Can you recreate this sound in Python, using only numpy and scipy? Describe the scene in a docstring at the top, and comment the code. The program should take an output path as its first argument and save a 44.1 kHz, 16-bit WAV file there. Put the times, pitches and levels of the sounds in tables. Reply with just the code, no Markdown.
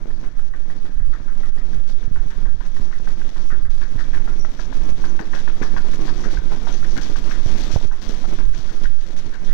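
"""Hard suitcase wheels clack over tile joints, about seven a second, as two cases roll along a passage.
Each joint jolts the hollow shells and loose fittings: impulses and random grains drive filters and resonances.
The rolling grows as a hand-held phone catches up, then ebbs; it drops briefly where the wheels run smoothly.
Left: the cases, the passage's reflections and a ventilation wash, from filtered noise.
Right: throbs, rubbing and bumps of the covering hand, with a little of the left sound leaking in."""
import sys
import numpy as np
from scipy import signal
from scipy.fft import rfft, irfft
from scipy.io import wavfile
from scipy.ndimage import uniform_filter1d

SR = 44100
rng = np.random.default_rng(int(sys.argv[2]) if len(sys.argv) > 2 else 0)


def int16_out(signal):
    """Quantize to a 16-bit WAV file."""
    q = np.round(np.clip(np.atleast_2d(signal).T, -1, 1) * 32767)
    wavfile.write(sys.argv[1], SR, q.astype(np.int16))


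N = 420273
TIME = np.arange(N) / SR

# wheel strikes a tile joint: (time [s], level [dB], extra chatter [dB], brightness [dB/octave])
JOINT_STRIKES = [(0.104, -35, -24, 0), (0.2365, -38.5, -5.5, 3), (0.3912, -33.5, -15, -6),
                 (0.537, -37, -4, 2), (0.698, -36.5, -4.5, -1.5), (0.852, -42, -1, -6),
                 (0.997, -39.5, -6.5, 6), (1.1294, -38, 2, 4), (1.279, -38, -0.5, 1), (1.433, -35, -2.5, 3),
                 (1.576, -39.5, -2, 2.5), (1.73, -39, -10, -2), (2.027, -39.5, -6, 7),
                 (2.158, -34, -2.5, -2), (2.299, -51, 11, -1), (2.455, -37, -1, -2), (2.6075, -35, -6, 1),
                 (2.765, -34.5, -13, -2), (2.9257, -30.5, -5.5, 5.5), (3.0729, -29, -9.5, 1),
                 (3.2149, -34.5, -19, 4), (3.3596, -38.5, -0.5, -12), (3.5034, -30.5, 1, 2),
                 (3.6512, -34.5, -5, 0), (3.807, -50.5, 14, 5), (3.9783, -35.5, 2, 5),
                 (4.1338, -28.5, -2, 3.5), (4.275, -29, -2.5, -6.5), (4.447, -27, -10, -4),
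                 (4.5934, -24.5, -9.5, -11), (4.725, -32.5, -11, -9.5), (4.881, -40, -12, 2),
                 (5.0387, -25.5, -7, -9), (5.192, -21, -4.5, -2), (5.333, -24, -2, 1), (5.476, -24, -9, -5),
                 (5.62, -25.5, 0.5, -0.5), (5.7645, -21, -9, 1), (5.9332, -33, -9, 8),
                 (6.0782, -30, -6, -8), (6.237, -28.5, -1, 2), (6.3708, -29.5, -8.5, -6),
                 (6.517, -29, -5, -13), (6.669, -27.5, -1.5, -8), (6.8263, -32, -10, 3),
                 (6.9667, -31.5, -6, 3), (7.1558, -33, -11, -1), (7.31, -27.5, -3.5, 14.5),
                 (7.913, -35.5, 0, -10), (8.2392, -35.5, -22, -16), (8.388, -32.5, -1.5, -4),
                 (8.537, -39.5, -9, 5), (8.6884, -38, 0, 4), (8.843, -35.5, -6, 10.5), (9.326, -41, 3.5, 7),
                 (9.4845, -45, 7, 13)]
# steady rolling, louder as the cases come nearer: (time [s], shell rumble [dB], grit [dB])
ROLLING_LEVELS = [(0, -41.5, -55), (2.2, -42, -53.5), (3.1, -41, -49), (4.2, -38.5, -49.5),
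                  (6.098, -33, -44.5), (7.6, -34, -41), (8.3, -34, -43.5), (8.7, -40, -46),
                  (9.5, -38, -51.5)]
# hand shifts on the covered microphone: (time [s], level [dB])
HAND_BUMPS = [(1.206, -41.5), (2.078, -34), (2.113, -34.5), (2.26, -38), (2.545, -40), (2.799, -35.5),
              (3.959, -34), (6.815, -42), (7.461, -26.5), (7.739, -30), (7.76, -21.5), (7.853, -35),
              (8.593, -38.5), (8.904, -41)]


def undb(db):
    """Decibels to gain."""
    return 10 ** (np.asarray(db) / 20)


def unit(x):
    """Scale to rms 1."""
    return x / np.sqrt(np.mean(x ** 2))


def curve(rows):
    """Control joined by straight lines in time."""
    return np.interp(TIME, *np.transpose(rows))


def swell(middle_s, length_s):
    """Flat top of height 1 with sloping sides; length taken at half height."""
    return np.interp(TIME, middle_s + length_s * np.array([-.9, -.1, .1, .9]), [0, 1, 1, 0])


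def colour(x, points):
    """Causal minimum-phase filter with the given (Hz, dB) response, built from the cepstrum."""
    size = 2 ** 16
    hz, db = np.transpose(points)
    bin_hz = np.fft.rfftfreq(size, 1 / SR) + .5
    log_gain = np.log(undb(np.interp(np.log(bin_hz), np.log(hz), db)))
    cepstrum = irfft(log_gain, size)
    cepstrum[1:size // 2] *= 2
    cepstrum[size // 2 + 1:] = 0
    response = irfft(np.exp(rfft(cepstrum)), size)
    return signal.fftconvolve(x, response)[:N]


def resonate(x, hz, width_hz):
    """One resonance, gain 1 at its centre."""
    return signal.lfilter(*signal.iirpeak(hz, hz / width_hz, fs=SR), x)


def butterworth(x, order, hz, kind="low"):
    """Causal Butterworth filter."""
    return signal.sosfilt(signal.butter(order, hz, kind, fs=SR, output="sos"), x)


def walk(rate_hz):
    """Smooth random wander, spread near 1."""
    k = int(SR / rate_hz)
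    steps = np.repeat(rng.standard_normal(N // k + 1), k)
    return uniform_filter1d(steps, k)[:N] * np.sqrt(1.5)


def grains(rate_hz, spread_db):
    """Tiny impacts of uneven size at random moments; rms 1."""
    moments = rng.random(N) < rate_hz / SR
    signs = rng.choice([-1, 1], N)
    return unit(moments * signs * undb(spread_db * rng.standard_normal(N)))


def blows(times_s, db):
    """One impulse per blow."""
    out = np.zeros(N)
    np.add.at(out, np.clip((times_s * SR).astype(int), 0, N - 1), undb(db))
    return out


def shaking(hits, hold_s, fall_s):
    """Shaking after each blow: held briefly, then dying away exponentially."""
    t = TIME[:SR // 2]
    return signal.fftconvolve(hits, np.exp(-np.maximum(t - hold_s, 0) / fall_s))[:N]


def jolting():
    """Each joint shakes the whole case, the more so the harder the blow; 1 for an average blow."""
    s, db = np.transpose(JOINT_STRIKES)[:2]
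    hits = blows(s + 0.0058, 0.1 * (db - np.mean(db)))
    return shaking(hits, hold_s=0.0095, fall_s=0.014)


def rolling_levels():
    """Shell rumble and grit [dB]: both follow nearness, worn patches, smooth stretches and joints."""
    # wheels run smoothly: (middle [s], length [s], shell rumble change [dB], grit change [dB])
    lulls = [(0.52, 0.074, -3, -6), (1.02, 0.095, -5.5, -6), (1.528, 0.036, -35, -8),
             (2.088, 0.053, -5, -4), (2.547, 0.063, -21, -3.5), (3.673, 0.11, -12, -10),
             (6.414, 0.044, -5, -6), (7.15, 0.027, -15, -3.5), (7.924, 0.25, -9.5, -6.5),
             (8.487, 0.063, -17, -4), (8.957, 0.13, -26, -3.5)]
    shell_rough_db, grit_rough_db = 2.3, 1.4  # swing over worn patches
    jolt_shell_db, jolt_grit_db = -5, 1  # relative to the steady rolling
    s, shell_db, grit_db = np.transpose(ROLLING_LEVELS)
    roughness = walk(28)  # shared: worn tile shakes shell and fittings together
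    shell_lull, grit_lull = sum(np.outer(changes_db, swell(middle_s, length_s))
                                for middle_s, length_s, *changes_db in lulls)
    jolt_power = jolting() ** 2
    shell = np.interp(TIME, s, shell_db) + shell_rough_db * roughness
    shell = shell + 10 * np.log10(1 + jolt_power * undb(jolt_shell_db) ** 2)
    grit = np.interp(TIME, s, grit_db) + grit_rough_db * roughness
    grit = grit + 10 * np.log10(1 + jolt_power * undb(jolt_grit_db) ** 2)
    return shell + shell_lull, grit + grit_lull


def shells(rumble_db):
    """Rough tiles drum on the hollow cases as coloured grains; harder jolts push and shudder the panels."""
    # hollow shell jolts hard: (time [s], level [dB])
    thuds = [(0.057, -37), (2.464, -41), (3, -36.5), (3.527, -36.5), (4.394, -39), (4.678, -42),
             (4.802, -42), (5.203, -31), (5.615, -27), (5.741, -34.5), (5.993, -31.5), (6.259, -31),
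             (7.098, -32), (7.243, -33.5), (7.527, -40), (7.681, -35.5), (8.095, -31), (8.386, -35),
             (8.816, -37.5)]
    # shell response: (frequency [Hz], gain [dB])
    shell_colour = [(30, -2), (90, 2.5), (200, 5), (280, 2.5), (345, -6), (440, -4.5), (700, -10),
                    (1200, -14), (1650, -19), (2300, -19), (5000, -53.5)]
    drumming = unit(colour(grains(rate_hz=450, spread_db=2.0), shell_colour))
    # main panel resonance stands out when the rolling is loud and close
    loudest_db = np.max(np.array(ROLLING_LEVELS)[:, 1])
    panel_db = -8.5 + np.minimum(rumble_db - loudest_db, 0)
    panel = unit(resonate(drumming, 343, 36.0)) * undb(panel_db)
    rolling = (drumming + panel) * undb(rumble_db)
    # weight of the load makes a jolt a slow, dull push
    hits = blows(*np.transpose(thuds))
    push = butterworth(hits, 1, 700)
    flutter = grains(rate_hz=920, spread_db=2.5)
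    flutter = unit(resonate(resonate(flutter, 320, 260), 320, 260))
    shudder = shaking(hits, hold_s=0.026, fall_s=0.022) * flutter
    return rolling + undb(48.0) * colour(push, shell_colour) + undb(-2.5) * shudder


def pebbles(grit_db):
    """Chips and crumbs catch a wheel in little runs of knocks, 1 dB above the grit level."""
    catching = undb(8 * np.tanh(walk(22)))
    return unit(grains(rate_hz=170, spread_db=2) * catching) * undb(grit_db + 1)


def fittings(grit_db):
    """Fine grit hisses under the wheels; knocks add rattling bursts and loose parts resonate."""
    # handle and wheel housings rattle loudly: (time [s], level [dB])
    rattles = [(1.878, -44), (3.7, -44.5), (3.988, -43.5), (4.596, -43.5), (5.349, -40), (5.623, -39),
               (5.909, -44), (6.303, -42), (6.718, -47), (7.012, -35.5), (7.297, -45), (7.159, -41),
               (7.577, -36), (7.715, -31.5), (8.014, -38), (8.087, -40), (9.165, -40), (9.442, -43.5)]
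    # loose parts that buzz: (frequency [Hz], width [Hz])
    loose_parts = [(1150, 510), (2500, 310), (3480, 690), (4700, 780), (5950, 1100)]
    # fittings response: (frequency [Hz], gain [dB])
    fittings_colour = [(500, 6.5), (1100, -0.5), (1700, 3.5), (2500, -3), (3450, 1.5), (5000, -2.5),
                       (5950, 0), (6800, -7.5), (8300, -16), (12000, -24.5), (15500, -20)]
    buzz_db, buzz_swing_db = 2.5, 2.8
    grit = undb(grit_db)
    knocks = blows(*np.transpose(rattles))
    bursts = shaking(knocks, hold_s=0.019, fall_s=0.037)
    sand = grains(rate_hz=2600, spread_db=2.5) * undb(1.2 * walk(200))
    rattle = (undb(3.5) * grit + undb(0.5) * bursts) * sand + pebbles(grit_db)
    buzz = 0
    for hz, width_hz in loose_parts:
        drive = (grit + undb(-4.5) * bursts) * grains(rate_hz=1100, spread_db=5.0)
        # each part comes and goes by itself
        level_db = buzz_db + buzz_swing_db * (walk(17) + walk(45))
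        buzz = buzz + resonate(drive, hz, width_hz) * undb(level_db)
    # thin tick at each rattle, faint cracks of single grains
    ticks = undb(-6) * knocks + undb(-23) * grit * grains(rate_hz=50, spread_db=3)
    return colour(rattle + buzz, fittings_colour) + butterworth(ticks, 1, 5000, "high")


def passage(x):
    """Wall and ceiling reflections, then a tail losing treble first; the pattern shifts as everyone walks."""
    t60_s = 0.73
    t = TIME[:SR]
    out = x
    for shift in (np.cos(2 * TIME), np.sin(2 * TIME), np.cos(np.pi * TIME), np.sin(np.pi * TIME)):
        noise = rng.standard_normal((3, SR))
        early = noise[0] * (t > .008) * np.exp(-t / 0.01)
        dull = butterworth(noise[1], 2, 2500)
        bright = .5 * noise[2] * np.exp(-t / .14)
        late = (dull + bright) * (t > .02) * np.exp(-np.log(1000) * t / t60_s)
        response = (undb(-20.5) * unit(early) + undb(-23.0) * unit(late)) / np.sqrt(SR)
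        out = out + signal.fftconvolve(x * shift, response)[:N]
    return out


def hall():
    """Ventilation and far concourse wash: coloured noise with a slow wander in level."""
    # wash response: (frequency [Hz], gain [dB])
    wash_colour = [(25, 2.5), (120, -2), (260, -6), (480, -16), (900, -25.5), (1700, -16.5), (2600, -41.5),
                   (6000, -37.5), (9000, -50), (16000, -55)]
    return unit(colour(rng.standard_normal(N), wash_colour)) * undb(-43.5 + walk(3.9))


def leak(air):
    """A little sound creeps round the hand, scattered by shifting gaps."""
    # response through the hand: (frequency [Hz], gain [dB])
    cover_colour = [(40, -23), (220, -39), (450, -41), (750, -30), (1400, -36), (3000, -29), (6000, -40.5),
                    (15000, -30)]
    t = TIME[:SR // 20]
    out = 0
    for shift in (np.cos(2 * np.pi * TIME), np.sin(2 * np.pi * TIME)):
        scatter = rng.standard_normal(SR // 20) * np.exp(-t / 0.017)
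        out = out + signal.oaconvolve(air * shift, unit(scatter) / np.sqrt(len(scatter)))[:N]
    return colour(out, cover_colour)


def hand():
    """The hand pumps air trapped over the port until it saturates; skin sticks, slips and bumps."""
    # restlessness between squeezes: (time [s], level [dB])
    grip = [(0, -29.5), (0.7, -39.5), (2.2, -34), (3.3, -38), (3.7, -25.5), (5.3, -36), (7.9, -30.5),
            (9.3, -51)]
    # hand tightens on the phone: (middle [s], grip change [dB])
    squeezes = [(1.019, 25.5), (1.792, 7.5), (2.15, 8), (2.48, 12), (3.965, -4), (4.91, 15.5),
                (5.781, 11.5), (6.4, 11), (6.84, 11.5), (7.46, 12), (8.482, 15.5), (8.924, 38), (9.512, 28)]
    # trapped air pressure: (frequency [Hz], gain [dB])
    pressure_colour = [(1, -9.5), (4, -4.5), (8, 1), (14, -10), (25, -16.5), (45, -39), (90, -45),
                       (200, -111)]
    # skin rub: (frequency [Hz], gain [dB])
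    skin_colour = [(15, 0), (35, 10.5), (80, -8), (130, -11.5), (220, -26), (600, -44), (1500, -55.5),
                   (6000, -89)]
    # bump of the hand: (frequency [Hz], gain [dB])
    thump_colour = [(20, 5), (70, 10.5), (140, 2.5), (260, -8), (600, -25.5), (1000, -48), (2500, -52),
                    (9000, -80)]
    squeeze_s, shove_db, shove_hz = 0.16, 48.5, 34
    grip_db = curve(grip) + sum(db * swell(middle_s, squeeze_s) for middle_s, db in squeezes)
    swing_db = .5 * (grip_db - np.mean(grip_db))
    swing = unit(colour(rng.standard_normal(N), pressure_colour)) * undb(swing_db)
    # each squeeze shoves the trapped air, which swings once or twice
    shoves = blows(np.array(squeezes)[:, 0] - squeeze_s / 10, shove_db)
    shoves = resonate(resonate(shoves, shove_hz, shove_hz), shove_hz, shove_hz)
    throb = 0.49 * np.tanh(0.84 * swing + shoves)
    slips = grains(rate_hz=130, spread_db=2.5) * undb(8 * np.tanh(walk(18)))
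    # beyond -25 dB of grip the skin holds fast and rubs no louder
    rub = unit(colour(slips, skin_colour)) * undb(np.minimum(grip_db, -25) + 0.5)
    bumps = undb(55.0) * colour(blows(*np.transpose(HAND_BUMPS)), thump_colour)
    return throb + rub + bumps


def clacks():
    """A wheel scrapes through the joint, its partner may follow; impacts and chatter ring the wheel modes."""
    # second wheel of a pair strikes the same joint: (time [s], level [dB])
    second_wheels = [(3.520, -30), (3.993, -33), (4.005, -31), (4.146, -29), (4.173, -36), (5.057, -37),
                     (5.497, -30), (5.628, -24), (5.779, -25.5), (6.09, -31), (6.248, -27.5),
                     (6.845, -29.5), (6.982, -30), (8.252, -33.5), (8.854, -32)]
    # wheel and fork resonances: (frequency [Hz], width [Hz], gain [dB])
    wheel_modes = [(741, 450, -6), (1083, 450, 0.5), (1337, 210, 4.5), (1560, 370, 4), (1900, 320, 3),
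                   (2048, 256, -3)]
    average_chatter_db = -3  # relative to an average blow, before extra chatter
    chatter_share = 0.73  # dB of chatter per dB of blow: hard hits chatter relatively less
    tilt_pivot_hz = 1350  # a brighter blow gains above, loses below
    s, db, extra_db, tilt = np.transpose(JOINT_STRIKES)
    mean_db = np.mean(db)
    chatter_db = average_chatter_db + extra_db + mean_db + chatter_share * (db - mean_db)
    hits = blows(s, db) + blows(*np.transpose(second_wheels))
    # contact lasts a few ms: the rim drops in and climbs the far edge
    pressing = uniform_filter1d(shaking(hits, hold_s=0.002, fall_s=0.0036), SR // 300)
    contact = pressing * rng.standard_normal(N)
    chatter = shaking(blows(s + 0.0047, chatter_db), hold_s=0.018, fall_s=0.032)
    chatter = chatter * grains(rate_hz=1100, spread_db=-0.5)
    force = undb(30.0) * hits + undb(12.0) * contact + undb(9.5) * chatter
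    # each blow lands on another spot of the rim: duller or brighter, favouring other modes
    midpoints_s = (s[1:] + s[:-1]) / 2
    tilt_db = tilt[np.searchsorted(midpoints_s, TIME)]
    ring = 0
    for k, (hz, width_hz, mode_db) in enumerate(wheel_modes):
        octaves = np.clip(np.log2(hz / tilt_pivot_hz), -1, .5)
        shade_db = tilt_db * octaves + 2.0 * walk(25)
        ring = ring + (-1) ** k * resonate(force * undb(mode_db + shade_db), hz, width_hz)
    # plastic tread softens the blow
    return butterworth(ring, 2, [450, 3300], "band") * undb(0.5)


def casing():
    """Hard hand bumps knock the phone's casing, short and solid, with a rebound or two after the hardest; both
    microphones feel it."""
    # casing knocks again just after the hardest bump: (time [s], level [dB])
    casing_rebounds = [(7.774, 6), (7.811, 3)]
    # casing resonances: (frequency [Hz], width [Hz], gain [dB])
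    casing_modes = [(415, 680, -2.5), (740, 300, 2.5), (990, 290, -4.5)]
    hardest_db, growth = 18, 2.84  # push of the hardest bump; dB of push per dB of bump
    s, db = np.transpose(HAND_BUMPS)
    push = blows(s, hardest_db + growth * (db - np.max(db))) + blows(*np.transpose(casing_rebounds))
    ring = sum((-1) ** k * undb(mode_db) * resonate(push, hz, width_hz)
               for k, (hz, width_hz, mode_db) in enumerate(casing_modes))
    return butterworth(ring, 4, 860)


def handle_tube():
    """A loose metal handle tube jingles after some jolts; two resonances trade weight as it shifts."""
    # handle tube jingles: (time [s], level [dB])
    jingles = [(4.395, -21), (5.08, -30), (5.35, -29), (5.625, -24.5), (6.718, -20), (7.012, -28),
               (7.29, -21)]
    width_hz = 245
    jingle = shaking(blows(*np.transpose(jingles)), hold_s=0.025, fall_s=0.025)
    jingle = jingle * grains(rate_hz=700, spread_db=3)
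    side = np.tanh(2 * walk(4)) / 2
    out = 0
    for sign, hz in ((1, 5710), (-1, 6120)):
        out = out + resonate(resonate(jingle * (.5 + sign * side), hz, width_hz), hz, width_hz)
    return out


def scene():
    """Open port on the left, covered one on the right."""
    rumble_db, grit_db = rolling_levels()
    cases = clacks() + fittings(grit_db) + handle_tube() + shells(rumble_db)
    air = passage(cases) + hall()
    return np.array([air, leak(air) + hand()]) + casing()


def record(dry):
    """The phone rounds the largest swings and cuts the top above 15.8 kHz."""
    rounded = dry / (1 + (dry / .8) ** 8) ** (1 / 8)
    return signal.sosfilt(signal.ellip(8, .2, 70, 15800, fs=SR, output="sos"), rounded)


dry = scene()
out = record(dry)
int16_out(out)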